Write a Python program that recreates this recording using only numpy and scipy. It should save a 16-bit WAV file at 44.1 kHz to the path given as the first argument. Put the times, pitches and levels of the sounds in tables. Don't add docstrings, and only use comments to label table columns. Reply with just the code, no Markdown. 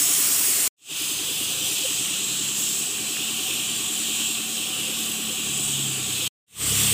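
import sys
import numpy as np
from scipy import signal
from scipy.fft import rfft, irfft
from scipy.io import wavfile
from scipy.ndimage import uniform_filter1d

SR = 44100
rng = np.random.default_rng(int(sys.argv[2]) if len(sys.argv) > 2 else 0)


def boost(x):
    u = np.asarray(x, float) / 20
    return 10 ** u


def to_wav(s):
    ch = np.atleast_2d(s).T
    pcm = np.round(np.clip(ch, -1, 1) * 32767)
    wavfile.write(sys.argv[1], SR, pcm.astype(np.int16))


N = 305613
T = np.arange(N) / SR


def evened(x):
    return x / np.sqrt(np.mean(x ** 2) + 1e-20)


def read(points, hz):
    f, value = np.transpose(points)
    return np.interp(np.log(hz + 1e-3), np.log(f), value)


def columns(tables, t):
    s, *cols = np.transpose(np.concatenate(tables))
    return [np.interp(t, s, c) for c in cols]


def part(shape_db, level_db):
    power = boost(shape_db) ** 2
    return power / power.sum(0) * boost(level_db) ** 2


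def drift(shape, bins, frames):
    across = uniform_filter1d(rng.standard_normal(shape), bins, 0)
    return evened(uniform_filter1d(across, frames, 1))


def grid(hop, size):
    return np.arange(N // hop + 5) * hop / SR, np.fft.rfftfreq(size, 1 / SR)[:, None]


def noise(power, size):
    z = rng.standard_normal((2, *power.shape[::-1]))
    spectrum = (z[0] + 1j * z[1]).T * np.sqrt(power)
    return np.sqrt(8 / 3) * signal.istft(spectrum, nperseg=size, noverlap=size * 3 // 4)[1][:N]


def ring(t, hz, swell):
    return (t / swell / 2) ** 2 * np.exp(2 - t / swell) * np.sin(2 * np.pi * hz * t)


# start t/s, end t/s
VIEWS = [
    (-1, .6786),
    (.767, 6.2787),
    (6.466, 8),
]


def per_view(rows, t):
    return np.transpose(rows)[..., np.searchsorted([start for start, _ in VIEWS[1:]], t)]


# centre t/s, level/dB, half length t/s
LULLS = [
    (.97, -5, 0.051),
    (4.33, -8, 0.065),
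    (4.7, -11, 0.035),
]


def lulls(t):
    return sum(db * np.exp(-((t - s) / half_s) ** 2) for s, db, half_s in LULLS)


# centre t/s, half length t/s, f/Hz, glide f/Hz per s, level/dB
GLINTS = [(.17, .17, 11050, 1800, 4), (.5, .15, 11300, 2000, 2.5), (1.25, .3, 5650, -300, -5),
          (3.5, .1, 12500, 0, 4), (3.97, .05, 10100, 0, 6), (4.2, .25, 9400, 800, -3),
          (4.83, .1, 10100, 500, 5), (4.95, .22, 12800, -1200, 4.5), (3.05, .1, 2400, 0, 4),
          (2.5, .4, 4100, 0, 3), (3.75, .25, 4300, 0, -3), (5.3, .2, 3700, 0, -3),
          (.2, .2, 9500, 1500, -2.5), (.35, .2, 14900, 1000, 2.5), (.3, .4, 880, 0, -4),
          (6.2, .1, 4100, 0, 4), (1.6, .1, 1950, 0, -7), (2.87, .04, 2120, 0, -9),
          (4.3, .07, 2050, -1500, -8), (5.3, .2, 2000, 0, -3), (3.6, 2.8, 2090, 0, -3.5),
          (2.7, .1, 7600, 0, 3)]


def glints(hz, t):
    total_db = 0
    for s, half_s, at_hz, glide, db in GLINTS:
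        half_width_hz = 50 + .024 * at_hz
        off_pitch = (hz - at_hz - glide * (t - s)) / half_width_hz
        total_db = total_db + db * np.exp(-((t - s) / half_s) ** 4 - off_pitch ** 2)
    return total_db


# rumble level/dB, spatter level/dB
YARD = [(-43, -39.5), (-43.5, -47), (-37.5, -39)]
# f/Hz, level/dB
RUMBLE = [(25, -40), (55, -23), (90, -19.5), (130, -3), (250, -2), (420, -4.5), (600, -14), (900, -17.5)]
# f/Hz, level/dB
SPATTER = [(300, -5), (600, -11), (850, -7.5), (1150, 1), (1600, -1.5), (2070, 2.5), (2500, 3), (4000, -18)]
RUMBLE_PER_ENGINE = 0.11


def yard():
    t, hz = grid(hop=256, size=1024)
    rumble_db, spatter_db = per_view(YARD, t)
    near_db = columns(ENGINE[:1], t)[1]
    rumble_db = rumble_db + RUMBLE_PER_ENGINE * (near_db - near_db.mean()) * per_view([0, 1, 0], t)
    rumble_db = rumble_db + lulls(t)
    spatter_db = spatter_db + 0.65 * drift((1, len(t)), bins=1, frames=12)[0]
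    power = part(read(RUMBLE, hz), rumble_db - 0.5) + part(read(SPATTER, hz), spatter_db + 1.0)
    patches_db = 1.57 * drift(power.shape, bins=5, frames=10)
    return noise(power * boost(patches_db + glints(hz, t)) ** 2, size=1024)


# t/s, firing rate f/Hz, level/dB, bark (how far the tailpipe points this way, about
ENGINE = [
    [(.97, 25.1, -61, -0.18), (1.55, 27.9, -50, 0.69), (1.9, 30.5, -57, -0.79), (2.5, 34.7, -49.5, 0),
     (3.2, 36.98, -54, -0.7), (4.45, 37.24, -52.5, -1.38), (5.3, 36.7, -47, -0.56), (5.8, 34.6, -41.5, 1),
     (6.27, 30.2, -45, 1)],
    [(6.6, 35.1, -42, -0.78), (6.74, 34.25, -39, -0.41), (6.93, 33.3, -40.5, -0.19)],
]
ORDERS_DB = [
    [-15, -12, -1.5, -4.5, 2, -7.5],
    [-7, 7, 0, -6, -2, -30],
]
BARK_DB = [-3.5, 5, 2.5, -4.5, -4, -1.5]
# f/Hz, half width f/Hz, level/dB
EXHAUST = [(74, 20, 5), (136.8, 4.9, 5.5), (223.5, 4.2, 1.5)]


def engine():
    out = np.zeros(N)
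    for (start, end), rows, orders_db in zip(VIEWS[1:], ENGINE, ORDERS_DB):
        rate_hz, level_db, bark = columns([rows], T)
        rate_hz = uniform_filter1d(rate_hz, 12000)
        turns = np.cumsum(rate_hz) / SR
        for k, db in enumerate(orders_db):
            order = k + 2
            lift_db = BARK_DB[k] * bark
            if order == 2:
                lift_db = lift_db + 2.3 * lulls(T)
            for hz, half, top in EXHAUST:
                lift_db = lift_db + top * np.exp(-((order * rate_hz - hz) / half) ** 2)
            waver_db = 1.8 * evened(uniform_filter1d(rng.standard_normal(N), 4000))
            tone = np.sqrt(2) * np.cos(2 * np.pi * (order * turns + rng.random()))
            out += boost(level_db + db + lift_db + waver_db) * tone * (T >= start) * (T < end + .05)
    return out


# one delivery knock t/s, stroke rate f/Hz,
# intake f/Hz, intake level/dB, delivery f/Hz, delivery level/dB
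PUMP = [(.294, 10.04, 385, -37.5, 295, -33.5), (3.001, 10.036, 388, -41, 306, -32.5),
        (6.633, 10.04, 450, -37, 300, -40)]
INTAKE_LEAD_S = 0.019
# f/Hz, width f/Hz, level/dB, throb 0-1, throb phase in turns
TANK = [
    (121.3, 5.9, -54, 0.2, 0),
    (221.4, 6, -56, 0.3, 0.075),
    (483, 54, -65.5, 0.1, .4),
    (751.4, 36, -52.5, 0.3, 0.78),
    (1139, 66, -53.5, 0.2, 0.85),
]
TANK_HIDDEN_DB, TANK_CLEAR_S = -5, 3


def compressor():
    out, turns, t = np.zeros(N), np.zeros(N), np.arange(4000) / SR
    for (start, end), pump in zip(VIEWS, PUMP):
        s, rate_hz, intake_hz, intake_db, delivery_hz, delivery_db = pump
        inside = (T >= start - .05) & (T < end + .02)
        turns[inside] = ((T - s) * rate_hz)[inside]
        intake = ring(t, intake_hz, .005) + .2 * ring(t, intake_hz * 1.02, .012)
        delivery = ring(t, delivery_hz, .0045) + .2 * ring(t, 341, .011) + .1 * ring(t, 280, .012)
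        for knock, db, lead in ((delivery, delivery_db, 0), (intake, intake_db, INTAKE_LEAD_S)):
            strokes = np.diff(np.floor((T - s + lead) * rate_hz), prepend=-N) * inside > 0
            blows = strokes * boost(db + .8 * rng.standard_normal(N))
            out += signal.oaconvolve(blows, knock)[:N]
    screen_db = TANK_HIDDEN_DB * np.clip((TANK_CLEAR_S - T) / .4, 0, 1)
    for hz, width, db, throb, phase in TANK:
        r = np.exp(-np.pi * width / SR)
        sway = signal.lfilter([1], [1, -r], rng.standard_normal((2, N)))
        sway = signal.lfilter([1], [1, -r], sway)
        tone = evened(sway[0] * np.cos(2 * np.pi * hz * T) + sway[1] * np.sin(2 * np.pi * hz * T))
        out += boost(db + screen_db) * tone * (1 + throb * np.cos(2 * np.pi * (turns - phase)))
    return out


# t/s, peak level/dB, f/Hz, rise and fall t/s
BLIPS = [(.07, -43.5, 693, 0.04), (.62, -45.5, 707, 0.043), (3.5, -49, 510, 0.038),
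         (1.27, -45.5, 498, 0.029), (1.6, -45, 515, 0.059), (1.855, -34.5, 524, 0.011),
         (4.78, -47.5, 517, 0.17), (4.92, -44.5, 507, .03), (5.3, -42, 514, 0.039),
         (6.215, -39.5, 508, 0.022)]
# t/s, level/dB, f/Hz
TICKS = [
    (2.983, -26, 1900),
    (3.1695, -21, 1900),
]


def hose():
    slow = uniform_filter1d(uniform_filter1d(rng.standard_normal(N), 400), 400)
    flutter = 1 + .55 * evened(slow)
    out = np.zeros(N)
    for s, db, hz, spread in BLIPS:
        out += flutter * boost(db) * np.exp(-.5 * ((T - s) / spread) ** 2) * np.sin(2 * np.pi * hz * T)
    for s, db, hz in TICKS:
        out += boost(db) * np.exp(-.5 * ((T - s) / .0003) ** 2) * np.cos(2 * np.pi * hz * (T - s))
    return out


# t/s, delay t/ms
ECHO = [(0, .745), (.35, .705), (.38, .73), (.68, .69), (.9, .8), (1.5, .81), (2.2, .75), (3.0, .76),
        (3.5, .72), (4.0, .69), (4.3, .7), (4.85, .79), (5.3, .77), (6.3, .75), (6.5, .7), (6.93, .7)]
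ECHO_SHARE = [.29, .16, .2]
# delay t/ms, wander as a share, strength 0-1
STRAY = [(1.05, .04, .14), (1.5, .03, .14), (2.2, .03, .14), (3.4, .02, .12)]


def echoes(hz, t):
    paths = [(columns([ECHO], t)[0], per_view(ECHO_SHARE, t))]
    for ms, wander, share in STRAY:
        paths.append((ms * (1 + wander * drift((1, len(t)), bins=1, frames=200)[0]), share))
    bounce = np.clip(hz / 9500, 0, 1) ** 1.5
    return abs(1 + bounce * sum(g * np.exp(2j * np.pi * hz * ms / 1000) for ms, g in paths)) ** 2


# t/s, level/dB, dies away in t/s
STRIKES = [(1.0, 7, 0.34), (1.38, 2.5, 0.14), (1.68, 5, 0.094), (2.58, 6, 0.42), (2.86, -0.5, .15),
           (3.4, 1.5, .15), (3.93, 1, .25), (4.49, 3, .15), (5.0, 5.5, 0.26), (5.3, -0.5, .3),
           (5.64, 0, .3), (6.08, 2.5, 0.13), (6.8, 4.5, .08)]
STRIKE_RISE_S = 0.043


def splashes(t):
    total_db = 0
    for s, db, dies in STRIKES:
        rise = np.clip((t - s) / STRIKE_RISE_S + 1, 0, 1)
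        total_db = total_db + db * rise * np.exp(-np.maximum(t - s, 0) / dies)
    return total_db


# t/s, level/dB, facing level/dB (share of the nozzle band as the gun
# turns toward the microphone), roar pitch f/Hz
JET = [
    [(0, -22.5, -1, 3200), (.67, -23.5, -1.5, 3240)],
    [(1.0, -29, -6, 3200), (1.68, -26, -5, 3220), (1.95, -25.5, -3, 3120), (2.76, -27.5, -2, 3220),
     (2.9, -28.5, -3.5, 3050), (3.5, -26.5, -5, 3140), (3.95, -27, -3, 3300), (4.22, -25, -4, 3160),
     (4.5, -28.5, -3.5, 3200), (4.8, -27.5, -5, 3060), (5.25, -28.5, -5, 3170), (5.7, -25.5, -2.5, 3170),
     (6.08, -27.5, -3.5, 3270), (6.27, -25, -6, 3280)],
    [(6.68, -24.5, -3, 3330), (6.85, -22.5, -4, 3300)],
]
# roar, fizz, sizzle, nozzle level/dB
BALANCE_DB = [(-10, -6.5, -1.5, -5.5), (-5.5, -9, -10.5, -4), (-6.5, -9, -7, -2.5)]
# f/Hz, level/dB
ROAR = [(1500, -19.5), (2150, -31.5), (2350, -9.5), (2600, -4), (3100, -4), (3900, -5.5), (4400, -10.5),
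        (6000, -20)]
# f/Hz, level/dB
FIZZ = [(2000, -31.5), (4200, -4), (5200, -0.5), (6500, 2), (9000, -6.5), (12000, -34.5)]
# f/Hz, level/dB
SIZZLE = [(6000, -14), (9500, 3.5), (11500, 0), (13500, 0), (14600, 0.5), (15400, 4.5), (16000, -2)]
# f as a factor on its pitch, level/dB
NOZZLE = [(.7, -29.5), (.84, -7), (.93, -1.5), (1.0, 1), (1.08, -2.5), (1.18, -10.5), (1.3, -42)]
NOZZLE_HZ = [8050, 7764, 8100]
FACING_MID_DB, ROAR_PER_FACING, NOZZLE_HZ_PER_FACING = -3, -0.75, -58
FIZZ_SAG_DB_PER_S, SIZZLE_SAG_DB_PER_S = -0.89, -0.26
FIZZ_PER_STRIKE, ROAR_PER_STRIKE, NOZZLE_PER_STRIKE = 0.6, -0.01, 0.23


def jet():
    t, hz = grid(hop=128, size=512)
    level_db, facing, roar_hz = columns(JET, t)
    facing = facing - FACING_MID_DB
    roar_db, fizz_db, sizzle_db, nozzle_db = level_db + per_view(BALANCE_DB, t)
    nozzle_hz = per_view(NOZZLE_HZ, t) + NOZZLE_HZ_PER_FACING * facing
    spent_s = (t - VIEWS[1][0]) * per_view([0, 1, 0], t)
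    splash_db = splashes(t)

    roar_db = roar_db + ROAR_PER_FACING * facing + ROAR_PER_STRIKE * splash_db
    fizz_db = fizz_db + FIZZ_SAG_DB_PER_S * spent_s + FIZZ_PER_STRIKE * splash_db
    sizzle_db = sizzle_db + SIZZLE_SAG_DB_PER_S * spent_s + splash_db
    nozzle_db = nozzle_db + facing + NOZZLE_PER_STRIKE * splash_db

    roar_peak_db = 5.3 * np.exp(-((hz - roar_hz) / 500) ** 2)
    power = part(read(ROAR, hz) + roar_peak_db, roar_db)
    power += part(read(FIZZ, hz), fizz_db)
    power += part(read(SIZZLE, hz), sizzle_db)
    power += part(read(NOZZLE, hz / nozzle_hz), nozzle_db)

    comb = echoes(hz, t)
    patches_db = 1.2 * drift(power.shape, bins=5, frames=40)
    flicker_db = 0.34 * drift(power.shape, bins=90, frames=3)
    return noise(power * comb * boost(patches_db + flicker_db + glints(hz, t)) ** 2, size=512)


def scene():
    mono = yard() + engine() + compressor() + hose() + jet()
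    return np.array([mono, mono])


# t/s, low f/Hz, high f/Hz
FLECKS = [(.477, 4600, 5750), (.477, 11000, 12450), (1.267, 9650, 11100), (1.36, 8900, 10400),
          (1.522, 12400, 13850), (3.008, 4250, 5250), (3.008, 6200, 7700), (3.008, 8250, 9750),
          (3.612, 8950, 10350), (3.984, 8270, 9750), (3.984, 10350, 12450), (4.703, 10350, 12450),
          (4.75, 6900, 8400), (4.75, 13100, 14450), (4.959, 11700, 13150), (5.33, 5200, 6950),
          (5.33, 9600, 11100), (6.12, 5200, 6350), (6.12, 8950, 10400), (6.12, 11700, 13150),
          (6.12, 13750, 15200)]


def flecks(mono):
    side, window = np.zeros(N), signal.windows.kaiser_bessel_derived(2048, 4 * np.pi)
    hz = np.fft.rfftfreq(len(window), 1 / SR)
    for s, low_hz, high_hz in FLECKS:
        at = round(s * SR) - len(window) // 2
        other = mono[at:at + len(window)][::-1]
        side[at:at + len(window)] += window * irfft(rfft(other) * (hz > low_hz) * (hz < high_hz))
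    return boost(-4.0) * side


# t/s after its start, level/dB
FADE = [
    (0, -64),
    (.016, -43),
    (.145, -6),
    (.2, -2),
    (.3, -1.5),
]
CUT_S, CUT_TAIL_DB, CUT_TAIL_S = .0003, -20, .003


def view_changes():
    after, fade_db = np.transpose(FADE)
    gain = np.zeros(N)
    for start, end in VIEWS:
        fade_in = boost(np.interp(T - start, after, fade_db)) * (T >= start)
        drop = np.clip((end - T) / CUT_S, 0, 1)
        smear = boost(CUT_TAIL_DB) * np.exp(np.minimum(end - T, 0) / CUT_TAIL_S)
        gain += fade_in * np.maximum(drop, smear)
    return gain


def low_pass(x):
    return signal.sosfilt(signal.butter(12, 16820, fs=SR, output="sos"), x)


def record(dry):
    bass_cut = signal.butter(2, 62, "high", fs=SR, output="sos")
    thin = signal.sosfilt(bass_cut, dry)
    wide = thin + flecks(thin[0]) * [[1], [-1]]
    band_limit = signal.firwin(801, 15520, window=("kaiser", 9), fs=SR)
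    limited = signal.oaconvolve(wide * view_changes(), band_limit[None], "same")
    return low_pass(limited)


dry = scene()
out = record(dry)
to_wav(out)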